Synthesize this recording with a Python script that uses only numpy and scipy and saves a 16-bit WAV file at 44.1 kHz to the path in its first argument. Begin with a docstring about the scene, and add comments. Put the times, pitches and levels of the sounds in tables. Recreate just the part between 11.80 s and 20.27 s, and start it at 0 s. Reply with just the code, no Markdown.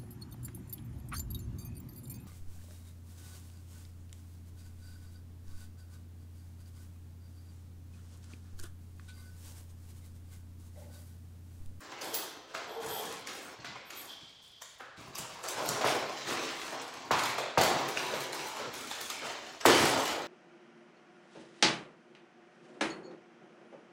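"""Foil snack bags crinkle as they are gripped and shifted behind a cardboard box on a table.
Many random tiny buckles make the rustle, and single creases snap. Things knock and bump on the tabletop,
and a small metal object scrapes and pings. The room is bare and echoing, with faint air noise.
The microphone stands on the same table, so each knock reaches it first through the board."""
import sys
import numpy as np
from scipy import signal
from scipy.fft import rfft, irfft, next_fast_len
from scipy.io import wavfile
from scipy.ndimage import uniform_filter1d

SR = 44100
rng = np.random.default_rng(int(sys.argv[2]) if len(sys.argv) > 2 else 0)


def to_wav(sig):
    """Store sig (one row per channel, or 1-D mono) as 16-bit WAV at the path in sys.argv[1].

    Samples outside -1..1 are clipped; the rate is SR.
    """
    pcm = np.clip(np.atleast_2d(sig), -1, 1) * 32767
    pcm = np.round(pcm).astype(np.int16)
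    wavfile.write(sys.argv[1], SR, pcm.T)  # frames by channels


N = 373525

# All levels in the tables are relative: each source adds its own gain.
# faint air noise, spectrum: pitch_hz, level_db
AIR_SPECTRUM = [(30, -0.5), (130, 0), (300, -8), (1000, -7), (2000, -11), (4000, -6.5), (8000, -23),
                (15000, -49)]
# how long the room echoes: pitch_hz, t60_s (time to fade by 60 dB)
ROOM_ECHO = [(100, 0.87), (400, 0.78), (1500, 1.0), (4000, 0.97), (8000, 0.52), (13000, 0.25)]

# the metal is struck: start_s, level_db
PINGS = [(0.34, -36.5)]
# ways the metal rings: pitch_hz, level_db, t60_s
METAL_MODES = [(6050, -19, 1.1), (7424, -26, .5), (9038, -19, .55), (11262, -6, .4), (11332, -12, .4),
               (13426, -10, .4), (15385, 3, .25)]

# metal dragged over the table: start_s, length_s, drone_db, low_whistle_db, high_whistle_db
DRAGS = [(0.21, 0.19, -49.5, -58, -58), (0.87, 0.31, -45, -62, -64.5), (1.08, .12, -43, -53.5, -46),
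         (2.05, 0.025, -71, -72, -60), (2.15, 0.062, -72, -62, -48.5), (2.27, 0.032, -67, -54.5, -62),
         (2.4, 0.14, -79, -66, -88), (2.61, 0.22, -90, -65.5, -82)]
# how fast a drag dies away: drone, low whistle, high whistle (dB per s each)
DRAG_RELEASE = [88, 51, 230]
DRAG_ATTACK_S = 0.025
# resonances that dragging excites: pitch_hz, width_hz, level_db
DRONE_MODES = [(453, 32, 11), (623, 28, -1.5), (767, 58, 2.5), (910, 95, 1)]
# same columns: pitch_hz, width_hz, level_db
LOW_WHISTLE_MODES = [(3175, 79, -1.5), (3400, 140, -4), (3730, 290, -29), (4700, 1900, -16)]
# same columns: pitch_hz, width_hz, level_db
HIGH_WHISTLE_MODES = [(7980, 110, -6), (9480, 130, -6), (12200, 100, 4.5), (13700, 80, -14),
                      (14120, 120, -4)]

# soft bumps on the table: start_s, level_db
BUMPS = [(1.06, -46.5), (1.784, -51), (1.878, -52), (2.412, -56.5), (3.174, -47.5), (3.272, -52),
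         (3.382, -46.5), (3.881, -45.5), (4.464, -48.5), (5.313, -39.5), (5.779, -34.5), (6.87, -52),
         (7.864, -33.5), (7.999, -33)]
# boom of a bump, spectrum: pitch_hz, level_db
BUMP_SPECTRUM = [(20, 3), (50, -7.5), (130, 8.5), (200, 3.5), (400, -2), (1500, -82)]

# blows on the table: start_s, level_db, pitch_hz (of the struck thing), crack_db (added to level_db)
KNOCKS = [(0.116, -37.5, 950, -8), (0.740, -29.5, 1340, -7), (1.845, -40, 1616, 1), (2.999, -35, 1500, -19),
          (4.008, -22, 730, -9), (4.043, -15.5, 680, -21), (4.921, -27, 837, -15), (5.308, -14, 1030, -11),
          (5.582, -23, 580, -22), (5.774, -11.5, 710, -11), (6.333, -26.5, 476, -8.5),
          (6.794, -27.5, 473, -13), (7.853, -6.5, 366, -18.5), (7.896, -16.5, 377, -13)]
# body of a blow, spectrum: pitch_hz, level_db
KNOCK_SPECTRUM = [(25, -24), (60, -50), (130, -0.5), (200, -15), (260, 2), (420, 2.5), (650, 3), (1100, 0),
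                  (1700, -0.5), (2500, -8), (5000, -15.5), (15000, -25)]
# sharp crack of a blow, spectrum: pitch_hz, level_db
CRACK_SPECTRUM = [(500, -47), (2000, 21), (4000, 18.5), (7500, 10), (9000, -7), (15800, -4)]
KNOCK_RING_DB = 11  # how far the pitch stands out
KNOCK_ROOM_DB, CRACK_ROOM_DB = 7, 7  # echo level against the near sound

# the loudest creases that snap: start_s, level_db, pitch_hz (of the facet), bright_db
SNAPS = [(0.1195, -32, 3340, -32), (0.217, -27.5, 4670, -18), (0.3431, -23, 4140, -3),
         (0.3507, -23.5, 3500, -13.5), (0.7497, -29.5, 2550, -23), (1.091, -38, 3220, 6),
         (1.473, -28.5, 1980, -15), (1.847, -29, 4600, -31.5), (1.96, -30.5, 2210, -38),
         (2.107, -31, 2490, -19), (2.495, -51, 4300, -20), (2.628, -52, 4800, -3),
         (2.821, -30.5, 7350, -16.5), (3.001, -36.5, 2980, -41), (3.356, -27, 6560, -15),
         (3.386, -24, 8300, -7), (3.6393, -31.5, 7200, -11), (3.686, -22, 7900, -15.5),
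         (3.8606, -24.5, 4320, -10), (3.8899, -18, 5800, -8.5), (4.0751, -18.5, 1980, -22),
         (5.019, -35, 9000, -11), (5.08, -33, 2560, -21), (5.14, -37, 3300, -13), (5.3928, -21, 2190, -20),
         (5.437, -23, 4490, -15), (5.4587, -19, 2400, -23.5), (5.5853, -21.5, 3900, -21.5),
         (5.8152, -15, 4400, -15), (5.8365, -17, 3400, -4), (6.0877, -25.5, 2110, -7),
         (6.1732, -21, 2660, -28), (6.4058, -26.5, 2200, -15), (6.5298, -25, 5300, -21),
         (6.9395, -27.5, 3350, -17), (7.0107, -32, 2000, -7), (7.1133, -23.5, 3560, -19),
         (7.2126, -25.5, 5450, -1), (7.3019, -21, 2480, -18), (7.4208, -26.5, 4160, -41),
         (7.4691, -27.5, 2050, -29), (7.8113, -25, 4880, -27.5), (7.86, -10, 2420, -12.5),
         (8.055, -21, 2750, -11), (8.2791, -20.5, 2280, -24)]
# sound of a snap, spectrum: pitch_hz, level_db
SNAP_SPECTRUM = [(60, -40), (300, -13.5), (600, -3.5), (1200, -2), (3000, -0.5), (6000, 1.5), (7900, 1.5),
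                 (8600, -1.5), (15800, -4.5)]
FACET_RING_DB, SNAP_ROOM_DB = 6, 1  # how far the pitch stands out; echo level against the near sound
GIVE_WAY_S = 0.004  # how quickly slips get smaller away from the main one

# a hand grips and shifts a bag: start_s, length_s, slide_db, crinkle_db, finest_creases_db
GRIPS = [(-0.1, 0.14, -44.5, -47.5, -66), (0.15, .05, -52, -52, -74), (0.2, 0.26, -44, -56, -57),
         (0.67, 0.074, -55, -53, -67), (0.74, 0.1, -45.5, -50, -76), (1.0, 0.35, -44, -46.5, -56),
         (1.46, 0.21, -46, -49.5, -59.5), (1.84, .14, -63, -56.5, -88), (2.09, 0.19, -53, -53, -63.5),
         (2.61, 0.046, -87, -73, -69), (2.88, 0.055, -76, -64, -67), (3.16, 0.2, -52, -53, -68.5),
         (3.35, 0.265, -48, -51.5, -70), (3.62, 0.11, -43.5, -46, -51.5), (3.76, 0.23, -37, -46, -58),
         (4.04, 0.075, -33.5, -37.5, -48), (4.27, .2, -45.5, -46.5, -65), (4.46, 0.072, -35, -36.5, -50.5),
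         (4.6, 0.3, -45, -42.5, -58.5), (4.96, 0.11, -48.5, -53, -76), (5.13, 0.21, -48, -50, -73),
         (5.35, 0.15, -39.5, -44, -54), (5.79, .09, -29, -41.5, -50), (5.93, 0.103, -38.5, -41.5, -66),
         (6.15, 0.28, -39.5, -41, -55.5), (6.52, 0.23, -41.5, -44.5, -57.5), (6.74, 0.054, -40.5, -44, -67),
         (6.92, 0.44, -47, -45.5, -57.5), (7.42, .1, -43, -43, -57.5), (7.6, .2, -52.5, -54.5, -72),
         (7.86, .22, -27.5, -29, -41), (8.15, .16, -35, -41.5, -51)]
# how fast a grip dies away: sliding, crinkle, finest creases (dB per s each)
GRIP_RELEASE = [47.2, 51.4, 170]
GRIP_ATTACK_S = 0.03
# bag sliding on the table, spectrum: pitch_hz, level_db
SLIDE_SPECTRUM = [(25, -73), (60, -22.5), (125, -7), (190, -8), (260, -1.5), (370, 2), (520, 0.5),
                  (720, 1.5), (1050, 1), (1600, -4), (2500, -14.5), (5000, -31.5)]
# coarse crinkle of the foil, spectrum: pitch_hz, level_db
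CRINKLE_SPECTRUM = [(600, -44), (1400, -4.5), (2300, 2), (4000, 0), (6000, -2.5), (7800, -6.5), (8600, -24),
                    (11000, -33), (16000, -68)]
# finest creases of the foil, spectrum: pitch_hz, level_db
CREASES_SPECTRUM = [(3000, -11), (6500, 0.5), (9000, 1.5), (12000, -4.5), (15800, -6.5)]

TOP_HZ = 15850  # the recorder's band limit


def amp(db):
    """Turn decibels into a gain."""
    return 10 ** (np.asarray(db) / 20)


def unit(x):
    """Scale to an average strength (rms) of 1."""
    return x / np.sqrt(np.mean(x ** 2) + 1e-20)


def along(points, hz):
    """Read values between (Hz, value) points, spaced by pitch on a log axis."""
    point_hz, values = np.transpose(points)
    return np.interp(np.log(hz + 1), np.log(point_hz), values)


def add(track, s, sound):
    """Mix a sound into the track at time s (seconds)."""
    start = int(np.clip(round(s * SR), 0, N - 1))
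    track[start:start + len(sound)] += sound[:N - start]


def filtered(x, response):
    """Multiply the spectrum of x by a gain that depends on frequency."""
    padded = next_fast_len(N + 8192)
    hz = np.fft.rfftfreq(padded, 1 / SR)
    return irfft(rfft(x, padded) * response(hz), padded)[:N]


def click(spectrum, tilt_db=0, ring_hz=1000, ring_db=0, ring_octaves=1, size=2048):
    """A pulse of energy 1 with this spectrum, tilted by about tilt_db an octave, plus one resonance."""
    hz = np.fft.rfftfreq(size, 1 / SR)
    ring = ring_db / (1 + (np.log2((hz + 1) / ring_hz) / ring_octaves) ** 2)
    tilt = tilt_db * np.log2(1 + hz / 2000)
    # folding the cepstrum puts all the sound after the start of the pulse
    cepstrum = irfft(np.log(amp(along(spectrum, hz) + tilt + ring)))
    cepstrum[1:size // 2] *= 2
    cepstrum[size // 2 + 1:] = 0
    pulse = irfft(np.exp(rfft(cepstrum)))
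    return pulse / np.linalg.norm(pulse)


def coloured(x, spectrum):
    """Give x this spectrum, at rms 1."""
    return unit(signal.fftconvolve(x, click(spectrum))[:N])


def movements(rows, attack_s, release_db_per_s, size=64):
    """Gain curves, one per level column: each movement sets in, holds for its length and dies away."""
    start, length, *levels = np.transpose(rows)[:, :, None]
    t = np.arange(0, N, size) / SR
    rise = np.clip((t - start) / attack_s, 0, 1)
    since_end = np.maximum(t - start - length, 0)
    gains = []
    for db, fall in zip(levels, release_db_per_s):
        shape = rise * amp(db - fall * since_end)
        together = np.linalg.norm(shape, axis=0)  # overlapping movements add in power
        gains.append(np.interp(np.arange(N) / SR, t, together))
    return gains


def room(wet_db, scatter_s, size=512):
    """A path to the microphone: a short scatter off the box, and the room's fading echo."""
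    hz = np.fft.rfftfreq(size, 1 / SR)
    frame_s = np.arange(0, 0.7, size / 2 / SR)
    noise = rng.standard_normal((len(hz), len(frame_s), 2)) @ [1, 1j]
    fade = np.exp(-np.log(1000) * frame_s / along(ROOM_ECHO, hz)[:, None])
    tail = signal.istft(noise * fade)[1]
    t = np.arange(SR // 12) / SR
    tail[:len(t)] *= 1 - np.exp(-t / 0.0014)  # the echo takes a moment to build up
    near = rng.standard_normal(len(t)) * t * np.exp(-t / scatter_s)
    path = amp(wet_db) * tail / np.sqrt(np.sum(tail ** 2))
    path[:len(t)] += near / np.sqrt(np.sum(near ** 2))
    return path


def still_air():
    """Steady, faint noise shaped like the still air of the room."""
    return amp(-65.5) * coloured(rng.standard_normal(N), AIR_SPECTRUM)


def pings():
    """Struck metal rings in thin, high modes that build up in the room."""
    out, t = np.zeros(N), np.arange(SR) / SR
    build_up = 1 - np.exp(-t / 0.0041)
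    for s, db in PINGS:
        for hz, mode_db, t60 in METAL_MODES:
            phase_drift = np.cumsum(rng.normal(0, 0.03, len(t)))
            fade = amp(db + mode_db - 60 * t / t60)
            tone = np.sin(2 * np.pi * hz * t + phase_drift)
            add(out, s, amp(5.0) * fade * build_up * tone)
    return out


def resonant(modes):
    """Friction noise of rms 1, heard through a set of resonances."""
    def response(f):
        return sum(amp(db) / (1 + ((f - hz) / (width / 2)) ** 2) ** 0.75 for hz, width, db in modes)
    return unit(filtered(rng.standard_normal(N), response))


def scrapes():
    """Dragged metal whistles in its own resonances, and the cardboard it rubs drones hollowly."""
    drone, low, high = movements(DRAGS, DRAG_ATTACK_S, DRAG_RELEASE)
    return (amp(0.5) * drone * resonant(DRONE_MODES)
            + amp(6.0) * low * resonant(LOW_WHISTLE_MODES)
            + high * resonant(HIGH_WHISTLE_MODES))


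def bumps():
    """Soft contacts make the table boom quietly."""
    out = np.zeros(N)
    for s, db in BUMPS:
        boom = signal.fftconvolve(click(BUMP_SPECTRUM), room(wet_db=1.5, scatter_s=0.01))
        add(out, s, amp(db + 25.5) * boom)
    return out


def board_wave(travel_s, peak_hz, size=2048):
    """A bending wave of energy 1: high frequencies travel faster, so the pulse falls in pitch."""
    pitch_ratio = np.fft.rfftfreq(size, 1 / SR) / peak_hz
    delay_phase = 4 * np.pi * peak_hz * travel_s * np.sqrt(pitch_ratio)
    wave = irfft(pitch_ratio ** 2 * np.exp(-2 * pitch_ratio - 1j * delay_phase))
    return wave / np.linalg.norm(wave)


def knocks():
    """Each blow runs through the tabletop first, then arrives through the air and fills the room."""
    out = np.zeros(N)
    wave = board_wave(travel_s=0.0062, peak_hz=680)
    for s, db, ring_hz, crack_db in KNOCKS:
        # light taps hardly shake the board
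        board_db = db + 15 + min(0, 0.6 * (db + 16))
        add(out, s - 0.0033, amp(board_db) * wave)
        pulse = click(KNOCK_SPECTRUM, 0, ring_hz, KNOCK_RING_DB, ring_octaves=0.43)
        body = signal.fftconvolve(pulse, room(KNOCK_ROOM_DB, scatter_s=0.0047))
        add(out, s + 0.001995, amp(db + 12.0) * body)
        crack = signal.fftconvolve(click(CRACK_SPECTRUM), room(CRACK_ROOM_DB, scatter_s=0.0045))
        add(out, s + 0.003, amp(db + crack_db + 15.0) * crack)
    return out


def cascade(spread_s, count=56):
    """A crease gives way in one main slip, with smaller ones just before and after it."""
    half = SR // 40
    out = np.zeros(2 * half + 1)
    offsets = rng.integers(-half, half, count)
    sizes = np.exp(-np.abs(offsets) / SR / max(spread_s, 1e-4))
    out[half + offsets] = rng.choice([-1, 1], count) * sizes
    out[half] = 1
    return out / np.linalg.norm(out)


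def snaps():
    """Single creases flip and ring their facet; the sharper the fold, the brighter the snap."""
    out = np.zeros(N)
    for s, db, ring_hz, bright_db in SNAPS:
        tilt_db = 0.57 * (bright_db + 8.5)
        pulse = click(SNAP_SPECTRUM, tilt_db, ring_hz, FACET_RING_DB, ring_octaves=0.22)
        slips = cascade(GIVE_WAY_S)
        snap = signal.fftconvolve(pulse, slips)
        heard = signal.fftconvolve(snap, room(SNAP_ROOM_DB, scatter_s=0.00037))
        add(out, s - len(slips) / 2 / SR, amp(db + 12.5) * heard)  # main slip lands at s
    return out


def grains(rate, spread_db):
    """Tiny buckles at random moments, in many sizes; their power is the same at any rate (per s)."""
    happens = rng.random(N) < rate / SR
    sizes = amp(spread_db * np.clip(rng.standard_normal(N), -2, 2))
    return happens * rng.choice([-1, 1], N) * sizes / np.sqrt(rate)


def facets(x, patchy_db, size=1024):
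    """The foil's resonances shift as its facets bend: random gains, patchy in pitch and time."""
    spectrum = signal.stft(x, nperseg=size)[2]
    over_time = uniform_filter1d(rng.standard_normal(spectrum.shape), size=7, axis=1)
    over_pitch = uniform_filter1d(unit(over_time), size=9, axis=0)
    patches = unit(unit(over_time) + unit(over_pitch))
    return signal.istft(spectrum * amp(patchy_db * patches), nperseg=size)[1][:len(x)]


def rustle(gain, spectrum, rate, spread_db, wet_db, size=32768):
    """A stream of buckles heard in the room; harder handling makes them louder and denser."""
    buckles = grains(rate * np.sqrt(0.089 + unit(gain)), spread_db)
    heard = np.zeros(N)
    # the bag keeps moving, so each stretch takes a new path to the microphone
    for start in range(0, N, size):
        path = room(wet_db, scatter_s=0.00029)
        add(heard, start / SR, signal.fftconvolve(buckles[start:start + size], path))
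    return gain * coloured(facets(heard, patchy_db=2.4), spectrum)


def bags():
    """Moving bags slide on the table while their foil buckles in coarse and fine creases."""
    slide, crinkle, creases = movements(GRIPS, GRIP_ATTACK_S, GRIP_RELEASE)
    return (amp(-1.5) * rustle(slide, SLIDE_SPECTRUM, rate=700, spread_db=3.0, wet_db=1.5)
            + amp(-2.5) * rustle(crinkle, CRINKLE_SPECTRUM, rate=300, spread_db=9, wet_db=6.0)
            + amp(5.0) * rustle(creases, CREASES_SPECTRUM, rate=170, spread_db=5, wet_db=3.5))


def scene():
    """All the handling over the still air of the room."""
    return (still_air() + pings() + scrapes() + bumps() + knocks() + snaps() + bags())[None]


def record(dry):
    """The deepest bass is gently cut away; the recorder keeps nothing above its band limit."""
    bass_cut = signal.butter(2, 45, "highpass", fs=SR, output="sos")
    thinned = signal.sosfilt(bass_cut, dry[0])
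    return filtered(thinned, lambda hz: 1 / (1 + (hz / TOP_HZ) ** 400))[None]


dry = scene()
out = record(dry)
to_wav(out)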